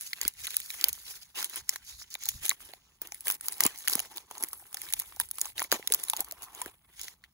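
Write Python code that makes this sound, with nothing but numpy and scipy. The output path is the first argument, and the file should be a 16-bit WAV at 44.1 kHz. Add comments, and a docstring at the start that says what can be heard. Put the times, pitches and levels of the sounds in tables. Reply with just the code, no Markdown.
"""Fingers turn, pinch and tear a small plastic candy wrapper close to a phone in a quiet room.
Room air and low rumble are filtered noise; from the start, creases snap as noise bursts with short rings.
Between snaps, skin slides over the film: flickering noise, with clicks, small ticks and panels that pop.
Late on, the paper cup of the candy slides out as a dull, grainy band of noise.
The hands are nearer the right microphone, so the treble reaches the left one a moment later."""
import sys
import numpy as np
from scipy import signal
from scipy.fft import rfft, irfft
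from scipy.io import wavfile
from scipy.ndimage import uniform_filter1d

SR = 44100
rng = np.random.default_rng(int(sys.argv[2]) if len(sys.argv) > 2 else 0)


def unload_wav(signal):
    """Save mono or channel-first audio to the path in sys.argv[1] as 16-bit WAV at rate SR, clipped to [-1, 1]."""
    wavfile.write(
        sys.argv[1],
        SR,
        np.round(np.clip(np.atleast_2d(signal).T, -1, 1) * 32767).astype(np.int16),
    )


N = 323501

# tone colour of a bending fold: (frequency [Hz], relative level [dB per Hz])
FOLD_COLOUR = [(800, -31.5), (1400, -9), (2100, -3), (3300, -0.5), (5000, -17)]
# tone colour of a cracking crease: (frequency [Hz], relative level [dB per Hz])
CRACK_COLOUR = [(700, -21), (2000, -13.5), (5000, 2), (9000, 6), (15700, 8.5), (16100, -16), (17000, -41.5)]
# how the wrapper is held: (time [s], rustle at rest [dB], coarse share of the rustle [dB],
# hollow of the bag relative to the folds, before the hollow law [dB])
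GRIP = [(0, -54.5, -6, -13), (.4, -62, -4, -13.5), (.8, -83.5, -6.5, -8), (1.27, -74, -4, -8.5),
        (1.6, -62, -4, -5.5), (2.2, -63.5, -1, -13), (2.6, -64.5, -7.5, -7), (2.87, -69.5, -0.5, -1.5),
        (3.3, -72.5, -15, 1.5), (3.7, -76.5, -5.5, -1.5), (4.27, -67.5, -3.5, 1), (4.55, -67, -17.5, 18),
        (4.8, -64, -7.5, -4.5), (5.4, -75, -13.5, -1), (5.7, -64, -2.5, 1.5), (6.3, -74.5, -11, 1.5),
        (6.5, -72, -7, 1.5), (6.85, -71.5, -19, -1.5), (7.0, -58.5, -1.5, -13), (7.2, -76, -5.5, 1)]


def gain_of(db):
    """Turns decibels into a gain."""
    return 10 ** (np.asarray(db) / 20)


def evened(x):
    """Scales a signal to an average strength (rms) of 1."""
    return x / np.sqrt(np.mean(x ** 2) + 1e-20)


def read(points, hz, axis=1):
    """Reads one column of a table at the given frequencies, along a log scale."""
    table = np.transpose(points)
    return np.interp(np.log(hz + 1), np.log(table[0] + 1), table[axis])


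def curve(rows):
    """Draws each column of a table as a line over time, sample by sample."""
    s, *columns = np.transpose(rows)
    return [np.interp(np.arange(N) / SR, s, column) for column in columns]


def colour(x, points):
    """Filters sound to the given spectrum, with unit energy and nothing heard ahead of its cause."""
    level_db = np.maximum(read(points, np.fft.rfftfreq(8192, 1 / SR)), -90)
    log_gain = np.log(gain_of(level_db))
    both_sides = np.concatenate([log_gain, log_gain[-2:0:-1]])
    # the Hilbert transform supplies the phase that makes the filter respond as early as it can
    taps = np.fft.ifft(np.exp(np.conj(signal.hilbert(both_sides)))).real[:4096]
    return signal.oaconvolve(x, taps[None] / np.linalg.norm(taps), axes=1)[:, :N]


def flicker(seconds):
    """Makes a random wobble of rms 1 by smoothing noise over the given time."""
    size = max(round(seconds * SR), 2)
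    smooth = uniform_filter1d(rng.standard_normal(N), size)
    return evened(uniform_filter1d(smooth, size))


def peaked(s, rise, fall):
    """Climbs straight to 1 at the given moment and sinks straight back, each in 5 ms or more."""
    return np.interp(np.arange(N) / SR, [s - max(rise, .005), s, s + max(fall, .005)], [0, 1, 0])


def ring(t, hz, t60, turns):
    """A sine that falls 60 dB in t60 seconds; each row starts at its own turn of the cycle."""
    return np.sin(2 * np.pi * (hz * t + turns[:, None])) * gain_of(-60 * t / t60)


def crackle(per_s, spread_db, t60, share):
    """Envelope of rms 1: an uneven hiss with tiny creases in it, a few far larger than the rest."""
    happens = rng.random(N) < per_s / SR
    size = gain_of(spread_db * np.minimum(rng.exponential(1, N), 3)) * happens
    decay = gain_of(-60 * np.arange(1500) / SR / t60)
    creases = evened(signal.oaconvolve(size, decay)[:N])
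    return evened(gain_of(2.2 * flicker(0.015)) * (1 + share * creases))


def patchy(x, depth_db):
    """Random patches of the spectrum swell and fade, making the noise uneven."""
    z = signal.stft(x, nperseg=512, noverlap=384)[2]
    patches = rng.standard_normal(z.shape[1:])
    patches = uniform_filter1d(patches, size=3, axis=0)  # across frequency
    patches = evened(uniform_filter1d(patches, size=9, axis=1))  # across time
    # the second term keeps the mean power about the same
    swell_db = depth_db * patches - depth_db ** 2 * np.log(10) / 20
    return signal.istft(z * gain_of(swell_db), nperseg=512, noverlap=384)[1][:, :N]


def room():
    """Steady air of the room and a lumpy low rumble that swells as the phone is nudged in its holder."""
    # tone colour of the rumble: (frequency [Hz], relative level [dB per Hz])
    rumble_colour = [(15, -21.5), (30, -8.5), (55, 5), (100, -3.5), (200, -19), (400, -38)]
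    # tone colour of the air: (frequency [Hz], relative level [dB per Hz])
    air_colour = [(20, -15), (50, -4), (160, 6.5), (300, -5), (600, -42), (1000, -47), (3000, -37.5),
                  (7000, -58.5), (15700, -5.5), (15900, -68.5)]
    # nudges: (time [s], added rumble [dB], half length [s])
    nudges = [(.26, -55, 0.068), (0.432, -58, 0.1), (0.927, -60, 0.1), (1.611, -55, 0.048),
              (1.947, -65, 0.094), (2.362, -53, 0.13), (2.634, -70, 0.12), (3.673, -66, .06),
              (3.98, -63, 0.076), (4.946, -71, 0.27), (5.226, -60, 0.08), (5.592, -68.5, 0.25),
              (5.925, -62, 0.098), (6.207, -67, 0.12), (6.665, -63, 0.062), (7.11, -74, 0.14)]
    air_db, rumble_db = -76, -74.5
    air, low = rng.standard_normal((2, 2, N))
    swells = sum(gain_of(db) * peaked(s, half, half) ** 2 for s, db, half in nudges)
    shake = (gain_of(rumble_db) + swells) * gain_of(2.9 * flicker(0.018))
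    return gain_of(air_db) * colour(air, air_colour) + shake * colour(low, rumble_colour)


def cup():
    """Pleated paper rubs on the film as it slides out, with a dull, grainy band of its own."""
    # strength of the rub: (time [s], level [dB])
    slide = [(5.85, -88), (5.98, -72), (6.2, -60), (6.3, -81), (6.45, -55), (6.55, -63), (6.62, -58),
             (6.72, -75), (6.78, -87)]
    # tone colour of the paper: (frequency [Hz], relative level [dB per Hz])
    paper_colour = [(500, -38), (800, -1.5), (1050, 0), (1350, -5), (2200, -29.5)]
    rub = gain_of(curve(slide)[0]) * crackle(180, spread_db=6.0, t60=.012, share=.4)
    return colour(rng.standard_normal((2, N)) * rub, paper_colour)


def effort():
    """How hard the film is worked (gain) and how much the folds take part (dB)."""
    # pinches, slides and pulls: (firmest moment [s], rustle [dB], build-up [s], let-go [s],
    # folds relative to the rustle [dB])
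    strokes = [(.018, -45.5, 0.03, 0.15, -13.5), (0.243, -46, 0.09, 0.071, -1),
               (.445, -43, 0.088, 0.91, -10), (.874, -55, 0.18, 0.045, 14), (1.116, -48, 0.097, 0.09, -7),
               (1.234, -50.5, 0.027, 0.0058, -11), (1.39, -38, 0.047, 0.093, -3),
               (1.575, -39.5, .11, 0.045, -6), (1.7, -45.5, 0.023, 0.096, -8.5),
               (1.894, -48, 0.056, 0.079, -14.5), (2.023, -42, 0.063, 0.015, -18),
               (2.125, -48, 0.025, 0.049, -10), (2.281, -43, 0.1, 0.14, -11.5),
               (2.45, -38.5, 0.044, 0.11, -5.5), (2.614, -51, 0.023, 0.17, -6),
               (3.02, -58, 0.011, 0.14, -4), (3.125, -56, 0.017, 0.36, -11.5),
               (3.283, -34.5, 0.045, 0.086, -11.5), (3.471, -42.5, 0.068, 0.2, -8.5),
               (3.666, -30, 0.081, 0.016, -1.5), (3.684, -45.5, .02, 0.095, -3),
               (3.851, -46, 0.12, 0.045, -10.5), (3.892, -36.5, 0.019, 0.2, -6.5),
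               (4.171, -50.5, 0.091, 0.067, -4.5), (4.43, -48, 0.15, 0.049, -5.5),
               (4.55, -52.5, 0.23, 0.19, -23), (4.825, -47.5, 0.12, 0.23, -6.5),
               (4.999, -51, 0.057, 0.12, -9), (5.14, -55, 0.31, 0.21, -7),
               (5.22, -44.5, 0.033, 0.061, -10.5), (5.466, -43, 0.15, .07, -11.5),
               (5.593, -41.5, 0.042, 0.092, -6), (5.728, -34, 0.02, 0.049, -3.5),
               (5.79, -55.5, 0.067, 0.095, -1.5), (5.941, -44, 0.085, 0.04, -3.5),
               (6.0, -48.5, 0.066, 0.11, -7), (6.1, -44, 0.076, 0.085, -11),
               (6.208, -42.5, 0.071, 0.028, -4), (6.24, -57, 0.07, 0.6, -4),
               (6.436, -46, 0.016, 0.038, -10.5), (6.48, -80, 0.073, 0.036, 10),
               (6.605, -48.5, 0.061, 0.12, -2), (7.033, -48.5, 0.075, 0.12, -4.5)]
    rest_fold_db = -2.5  # a loose wrapper sounds through its folds
    rest = gain_of(curve(GRIP)[0])
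    total, weighted_db = rest, rest * rest_fold_db
    for s, db, rise, fall, folds_db in strokes:
        stroke = gain_of(db) * peaked(s, rise, fall)
        total = total + stroke
        weighted_db = weighted_db + stroke * folds_db
    return total, weighted_db / total  # firmer strokes count for more in the size of the creases


def ticks(work):
    """Many small creases click by chance while the film is worked, each at one of 24 pitches."""
    per_s, level_db, spread_db, cycles = 350, -9, 4.5, 4
    happens = rng.random(N) < per_s / SR
    size = gain_of(spread_db * np.minimum(rng.exponential(1, N), 4)) * happens
    pitches = np.geomspace(1100, 12000, num=24)  # Hz
    facet = rng.integers(0, len(pitches), N)
    t, out = np.arange(800) / SR, np.zeros((2, N))
    for k, hz in enumerate(pitches):
        click = np.minimum(t * hz, 1) * ring(t, hz, cycles / hz + 0.001, rng.random(2))
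        click = gain_of(2.0 * np.log2(hz / 4000)) * click  # 2 dB stronger per octave
        out += signal.oaconvolve((size * (facet == k))[None], click, axes=1)[:, :N]
    return gain_of(level_db) * work * evened(out)


def handling():
    """Skin slides over the film and creases it; small creases are bright, larger ones also shake the folds."""
    # tone colour of the fine rustle: (frequency [Hz], relative level [dB per Hz])
    fine_colour = [(6000, -30), (8000, 0), (12000, -1), (15700, -2), (15900, -70)]
    # tone colour of the coarse rustle: (frequency [Hz], relative level [dB per Hz])
    coarse_colour = [(2500, -27), (3800, -1), (7000, 2.5), (9000, -22.5)]
    # tone colour of the hollow bag: (frequency [Hz], relative level [dB per Hz])
    bag_colour = [(90, -26), (200, -17), (350, -6), (600, -12.5), (900, -2.5), (1200, -8.5), (2000, -28)]
    hollow_law = 0.6  # larger creases shake the hollow more than the folds
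    work, fold_db = effort()
    coarse_db, hollow_db = curve(GRIP)[1:]
    bag_db = (1 + hollow_law) * fold_db + hollow_db
    coarse = gain_of(coarse_db)
    fine = np.sqrt(np.maximum(1 - coarse ** 2, .1))  # the rest of the rustle is fine
    small = work * crackle(900, spread_db=6, t60=0.004, share=0.4)
    large = small * crackle(90, spread_db=4.5, t60=0.012, share=0.3)
    layers = [(small * fine, 2.5, fine_colour),  # (strength, depth of the patches in dB, tone colour)
              (small * coarse, 3.5, coarse_colour),
              (large * gain_of(fold_db), 3.5, FOLD_COLOUR),
              (large * gain_of(bag_db), 3.5, bag_colour)]
    out = ticks(work)
    for drive, depth_db, points in layers:
        noise = rng.standard_normal((2, N))
        out = out + colour(patchy(noise, depth_db) * drive, points)
    return out


def flicks():
    """Creases too small to ring each give one short, wide tick of noise."""
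    # tiny creases: (time [s], peak before the 4 dB lift and the tone colour [dB])
    tiny_creases = [(0.232, -23), (0.338, -36), (0.7098, -29.5), (1.3744, -33), (1.4765, -40),
                    (2.104, -36.5), (3.366, -44), (3.531, -30.5), (3.581, -30), (3.7763, -32),
                    (3.787, -29.5), (3.9072, -22.5), (3.9112, -20), (3.9193, -25), (4.43, -28),
                    (5.0765, -40), (5.1625, -31), (5.1685, -42), (5.256, -35.5), (5.3052, -38),
                    (5.4075, -27), (5.473, -35), (5.6403, -22), (5.7957, -41), (5.9978, -29.5),
                    (6.0507, -31), (6.431, -30), (7.0333, -27.5), (7.044, -33)]
    t60 = 0.0071  # s
    t, out = np.arange(600) / SR, np.zeros((2, N + 600))
    noises = rng.standard_normal((len(tiny_creases), 2, len(t)))
    for (s, db), noise in zip(tiny_creases, noises):
        at = round(s * SR)
        tick = noise * np.minimum(t / 0.00019, 1) * gain_of(-60 * t / t60)
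        out[:, at:at + len(t)] += gain_of(db + 4) * tick / abs(tick).max()
    return colour(out, CRACK_COLOUR)


def pops():
    """A panel of the bag flips in or out in about one cycle and swings out, with a faint overtone."""
    # panels: (time [s], level before the 5 dB lift [dB], pitch [Hz], time to fall 60 dB [s])
    panels = [(0.2145, -37, 890, 0.0075), (0.254, -24, 284, 0.011), (0.876, -43, 735, 0.01),
              (1.4236, -43.5, 1220, 0.04), (1.7593, -36, 1070, 0.011), (2.1548, -33, 835, 0.0073),
              (2.266, -47.5, 840, 0.029), (2.518, -29.5, 1110, 0.012), (2.693, -51, 600, 0.014),
              (2.7357, -37, 736, 0.012), (3.0174, -35.5, 402, 0.011), (3.121, -44, 810, 0.026),
              (3.2701, -35.5, 457, 0.011), (3.3011, -14, 1280, 0.0024), (3.485, -42, 1145, 0.014),
              (3.6058, -22, 1240, 0.0099), (3.622, -30, 900, 0.0083), (3.6542, -17, 275, 0.021),
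              (3.665, -35, 1190, 0.028), (3.9238, -40, 390, 0.018), (3.9329, -33.5, 890, 0.0072),
              (3.9543, -23, 247, 0.016), (3.9785, -34.5, 726, 0.014), (4.0022, -34, 747, 0.012),
              (4.182, -39, 950, 0.0088), (4.3114, -34.5, 710, 0.011), (4.436, -32.5, 348, 0.018),
              (4.532, -36, 1070, 0.0077), (4.624, -51, 776, 0.024), (4.745, -44.5, 797, 0.029),
              (4.9363, -45.5, 840, 0.026), (5.1684, -44, 810, 0.016), (5.201, -28.5, 980, 0.012),
              (5.213, -41.5, 940, 0.028), (5.3837, -46, 1110, 0.015), (5.4549, -42.5, 866, 0.02),
              (5.466, -42.5, 1120, 0.018), (5.602, -36, 835, 0.012), (5.6188, -20, 990, 0.0065),
              (5.7242, -14.5, 526, 0.011), (5.754, -40, 580, 0.046), (5.795, -31, 442, 0.013),
              (5.9041, -37, 455, 0.037), (5.948, -42, 1100, 0.02), (6.1345, -32, 867, 0.032),
              (6.192, -38, 686, 0.027), (6.1999, -34, 353, 0.021), (6.2135, -43, 805, 0.045),
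              (6.279, -42.5, 1110, 0.014), (6.324, -44, 650, 0.031), (6.6172, -39, 997, 0.053),
              (6.6614, -27.5, 358, 0.012)]
    t, out = np.arange(3000) / SR, np.zeros((2, N + 3000))
    for (s, db, hz, t60), chance in zip(panels, rng.random((len(panels), 2))):
        at = round(s * SR)
        swing = ring(t, hz, t60, np.array([0, .25])) + 0.2 * ring(t, 1.8 * hz, t60, chance)
        flip = np.minimum(t * hz / 0.83, 1) ** 2
        out[:, at:at + len(t)] += gain_of(db + 5.0) * flip * swing
    # a panel this small radiates no deep bass
    return signal.sosfilt(signal.butter(2, 130, "highpass", fs=SR, output="sos"), out[:, :N])


def snaps():
    """Each buckling crease gives a hard crack with a short rattle; facet and fold beside it ring briefly."""
    # creases, levels before the lifts below: (time [s], crack level [dB], pitch of the facet [Hz],
    # fold relative to the crack [dB], pitch of the fold [Hz], time for the facet to fall 60 dB [s])
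    creases = [(0.01, -24, 10200, -20, 4070, 0.008), (0.1317, -22, 4250, -6.5, 2090, 0.012),
               (0.2138, -16.5, 6930, -20, 1940, 0.01), (0.251, -18.5, 4600, -13, 1530, 0.0087),
               (0.2789, -11, 14300, -34, 2170, 0.01), (0.469, -22, 10100, -8.5, 3280, 0.011),
               (0.4744, -28.5, 3970, -3.5, 4070, 0.008), (0.5054, -24, 10700, -16.5, 4000, 0.007),
               (0.5424, -29, 10700, -7.5, 3780, 0.02), (0.5672, -5.5, 11650, -28.5, 2800, 0.0046),
               (0.6017, -22.5, 10300, -18, 3100, 0.0039), (0.7034, -18.5, 3770, -20, 3560, 0.0077),
               (0.741, -30, 10370, -10, 2130, 0.0068), (0.8116, -19.5, 7260, -16, 4040, 0.0088),
               (0.8412, -2, 4620, -29, 3870, 0.0069), (0.8841, -13, 14700, -24.5, 2820, 0.022),
               (0.8915, -24, 6500, -12.5, 2200, 0.0099), (0.929, -20, 12800, -45, 3800, 0.0097),
               (0.9527, -35, 11300, -31, 2030, 0.0029), (1.3655, -33, 15400, -18, 2260, 0.0067),
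               (1.4276, -16, 6100, -16.5, 1440, 0.0054), (1.4438, -17, 7900, -14.5, 3200, 0.012),
               (1.497, -29, 14300, -35, 2260, 0.012), (1.5588, -21.5, 10700, -33, 2900, 0.01),
               (1.6927, -5, 7340, -28.5, 2030, 0.0064), (1.7593, -25, 6200, -10, 1780, 0.011),
               (2.141, -23, 7080, -36, 4060, 0.0069), (2.152, -25, 3620, -4.5, 3740, 0.0051),
               (2.236, -22, 7200, -27, 3800, 0.007), (2.256, -18, 7060, -27, 3800, 0.0041),
               (2.288, -9.5, 6240, -20, 3470, 0.012), (2.4536, -18.5, 11100, -20, 3700, 0.0085),
               (2.4624, -18, 11100, -16.5, 3830, 0.0057), (2.481, -23.5, 10200, -18, 3750, 0.0043),
               (2.4937, -3.5, 9730, -24.5, 3780, 0.0045), (2.5037, -19, 3900, -19, 2130, 0.011),
               (2.5124, -29.5, 6200, 1.5, 2090, 0.0086), (2.7352, -35.5, 4200, -8, 2040, 0.012),
               (3.017, -24, 15200, -20.5, 1390, 0.019), (3.0721, -30, 11650, -31, 1480, 0.008),
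               (3.121, -23.5, 6680, -16, 2400, 0.0058), (3.1448, -29, 10600, -19, 2130, 0.013),
               (3.2067, -30.5, 11000, -25, 2440, 0.015), (3.2698, -21, 10700, -14, 1980, 0.0082),
               (3.2816, -6, 14600, -27, 2470, 0.0044), (3.3008, -13, 15000, -14, 2600, 0.014),
               (3.3112, -17.5, 14700, -26, 1030, 0.0097), (3.3207, -18.5, 10800, -36, 1100, 0.0083),
               (3.35, -29, 11900, -39, 2080, 0.007), (3.4095, -21, 9800, -27, 1470, 0.0086),
               (3.458, -31.5, 10900, -36, 1500, 0.023), (3.4645, -32, 15600, -40, 1880, 0.017),
               (3.4836, -13.5, 15100, -22.5, 1170, 0.0055), (3.5227, -23.5, 10600, -21.5, 2040, 0.012),
               (3.6057, -6, 12970, -17, 1910, 0.0091), (3.6366, -9.5, 6640, -38.5, 1130, 0.0078),
               (3.6512, -11.5, 10200, -16, 1170, 0.0088), (3.6639, -7, 9300, -31, 1130, 0.011),
               (3.7586, -35, 6000, -17, 2310, 0.0094), (3.876, -15.5, 4600, -11, 1810, 0.011),
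               (3.8819, -9, 10900, -13, 2920, 0.0043), (3.8973, -15.5, 11300, -32, 3920, 0.0096),
               (3.929, -15.5, 10900, -18, 4000, 0.0043), (3.934, -9.5, 4750, -36, 3630, 0.0041),
               (3.9535, -10, 10700, -22, 1130, 0.0067), (3.981, -35, 10600, -5, 2120, 0.0078),
               (3.993, -14.5, 10000, -11.5, 2910, 0.0047), (4.0013, -19, 10400, -15.5, 2980, 0.0081),
               (4.1614, -31, 14800, -14, 3650, 0.007), (4.172, -24, 15000, -26, 1100, 0.0071),
               (4.1805, -24, 4450, -15, 3520, 0.0036), (4.311, -31.5, 10200, -7.5, 930, 0.0093),
               (4.352, -37, 4500, -9, 1090, 0.012), (4.3803, -27.5, 9900, -32, 1010, 0.008),
               (4.4082, -31, 10300, -34, 1130, 0.0084), (4.4256, -21.5, 10800, -23, 1000, 0.011),
               (4.437, -10.5, 10000, -23.5, 2130, 0.004), (4.4453, -27, 10500, -19, 2090, 0.0064),
               (4.4852, -30.5, 12100, -24, 2060, 0.016), (4.5308, -24, 11400, -21.5, 1190, 0.012),
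               (4.7283, -32.5, 10000, -16, 1030, 0.009), (4.7437, -21, 12500, -16.5, 3500, 0.0091),
               (4.77, -27.5, 4900, -13.5, 1820, 0.013), (4.817, -21, 9800, -17, 2160, 0.005),
               (4.8874, -32, 10000, -9, 3800, 0.007), (4.9033, -33, 11200, -10, 2170, 0.015),
               (4.925, -23, 10800, -17.5, 1780, 0.011), (4.9364, -9.5, 10730, -18.5, 3870, 0.0077),
               (4.9923, -23, 13000, -38, 2010, 0.017), (4.9983, -17, 11660, -25, 2030, 0.0078),
               (5.019, -26, 10000, -19, 1020, 0.007), (5.123, -48.5, 15300, 2, 1110, 0.0079),
               (5.1995, -11.5, 10870, -17, 1630, 0.0093), (5.2098, -24, 11000, -14, 3680, 0.0078),
               (5.214, -22.5, 3670, -49, 3720, 0.009), (5.288, -37, 10100, -26, 1520, 0.022),
               (5.3123, -18.5, 10570, -32, 1380, 0.0076), (5.355, -36, 10600, -32, 3960, 0.01),
               (5.3841, -23.5, 10800, -16.5, 1200, 0.0079), (5.3954, -30, 9500, -30, 1040, 0.0093),
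               (5.414, -10.5, 9500, -27, 2030, 0.0081), (5.456, -25, 10200, -18.5, 1090, 0.0093),
               (5.58, -22, 3800, -10.5, 2770, 0.01), (5.5941, -19, 6240, -12.5, 1850, 0.01),
               (5.602, -21, 14500, -12.5, 2120, 0.011), (5.6188, -27, 7000, -4, 1030, 0.011),
               (5.626, -20, 10700, -30.5, 2250, 0.0096), (5.645, -37.5, 15100, -1.5, 2210, 0.0095),
               (5.7171, -9, 6450, -11.5, 3920, 0.0059), (5.7248, -10, 14100, -10.5, 1600, 0.0075),
               (5.764, -34, 3900, -8.5, 1840, 0.0051), (5.8267, -50.5, 10300, 8.5, 2000, 0.0056),
               (5.874, -12.5, 9800, -12, 3750, 0.0074), (5.901, -29, 15500, -10, 2120, 0.0052),
               (5.9219, -8, 10570, -18, 3800, 0.01), (5.9379, -11.5, 6330, -28, 1110, 0.0079),
               (5.9457, -6, 14400, -28.5, 1090, 0.0076), (6.0335, -25.5, 11500, -20, 960, 0.0097),
               (6.0371, -19, 9800, -21, 3770, 0.0079), (6.084, -26, 10400, -9.5, 3900, 0.0071),
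               (6.0983, -10, 10420, -23, 3780, 0.0099), (6.134, -17, 3580, -10, 970, 0.0071),
               (6.1654, -21.5, 6550, -29, 2830, 0.009), (6.171, -20.5, 10100, -18, 3670, 0.0061),
               (6.193, -32, 3780, -10, 2200, 0.0099), (6.2052, -14.5, 11670, -31, 2200, 0.013),
               (6.2452, -30.5, 11100, -24, 1030, 0.012), (6.285, -36, 15400, -17, 1460, 0.0068),
               (6.311, -24.5, 9600, -18, 4170, 0.0059), (6.3219, -25, 11900, -26.5, 1130, 0.0066),
               (6.421, -30.5, 12600, -18, 1070, 0.0078), (6.549, -29.5, 6770, -28, 1000, 0.0064),
               (6.616, -20.5, 9800, -14, 935, 0.013), (6.66, -25.5, 15160, -13, 1630, 0.0016),
               (6.9945, -31, 6550, -10, 3420, 0.011), (7.014, -24.5, 5870, -24, 3600, 0.0067),
               (7.0819, -28.5, 6150, -13.5, 2000, 0.0083), (7.2387, -50, 4440, 4.5, 1875, 0.028)]
    t = np.arange(1500) / SR
    crack, dull, rings = np.zeros((3, 2, N + len(t)))
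    noises = rng.standard_normal((len(creases), 2, 2, len(t)))
    chances = rng.random((len(creases), 4, 2))
    rise = np.minimum(t / 0.00035, 1) ** 2
    for (s, db, hz, fold_db, fold_hz, t60), noise, chance in zip(creases, noises, chances):
        at, t60 = round(s * SR), np.clip(t60, .002, .05)
        here = slice(at, at + len(t))
        rattle = gain_of(-8 - 60 * t / (2.2 * t60))
        shape = rise * (gain_of(-60 * t / 0.0028) + rattle)
        burst = noise[0] * shape
        crack[:, here] += gain_of(db + 2.0) * burst / abs(burst).max()
        dull[:, here] += gain_of(db + fold_db + 4.5) * noise[1] * shape
        # a neighbouring facet of chance size answers more faintly
        neighbour_hz = hz * (0.606 + .5 * chance[1, 0])
        facet = ring(t, hz, t60, chance[0]) + 0.84 * ring(t, neighbour_hz, t60, chance[2])
        fold = np.minimum(t / 0.00079, 1) * ring(t, fold_hz, .007, chance[3])
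        rings[:, here] += gain_of(db - 2.0) * rise * facet
        rings[:, here] += gain_of(db + fold_db + 12.0) * fold
    thin = signal.butter(2, 700, "highpass", fs=SR, output="sos")
    together = colour(crack, CRACK_COLOUR) + colour(dull, FOLD_COLOUR) + rings[:, :N]
    return signal.sosfilt(thin, together)


def scene():
    """The right microphone hears the shared part; the left mixes in a part of its own and hears it later."""
    # the two microphones: (frequency [Hz], left-right likeness [0 to 1], left minus right [dB],
    # share of the full delay [0 to 1])
    ports = [(60, 0.96, 0, 0.24), (300, 0.97, 0.5, 0.45), (1012, 0.74, -0.5, 0.26), (2160, 0.85, 1, 0.18),
             (2460, .5, 0, 1), (3200, 0.7, 0, 0.97), (4300, 0.13, -4.5, 1), (5800, 0.033, -1, 0.71),
             (6700, 0.82, -0.5, 0.93), (9400, 1, 0, 0.98), (15800, 0.9, 0, 1)]
    left_delay_s = 8.12 / SR  # full delay
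    # every source makes two rows: the shared part and the left microphone's own part
    shared, own = rfft(room() + cup() + handling() + flicks() + pops() + snaps(), axis=1)
    hz = np.fft.rfftfreq(N, 1 / SR)
    same = np.clip(read(ports, hz), 0, 1)
    tilt = gain_of(read(ports, hz, axis=2) / 2)
    share = np.clip(read(ports, hz, axis=3), 0, 1)
    delay = np.exp(-2j * np.pi * hz * left_delay_s * share)
    left = (same * shared + np.sqrt(1 - same ** 2) * own) * delay
    return irfft(np.array([left * tilt, shared / tilt]), N, axis=1)


def record(dry):
    """The loudest peaks saturate softly; then a low-pass at 16.7 kHz cuts the highest treble."""
    headroom, edge_hz = .9, 16700
    soft = headroom * np.tanh(dry / headroom)
    lowpass = signal.firwin(511, edge_hz, window=("kaiser", 9), fs=SR)
    return signal.oaconvolve(soft, lowpass[None], "same")


dry = scene()
out = record(dry)
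unload_wav(out)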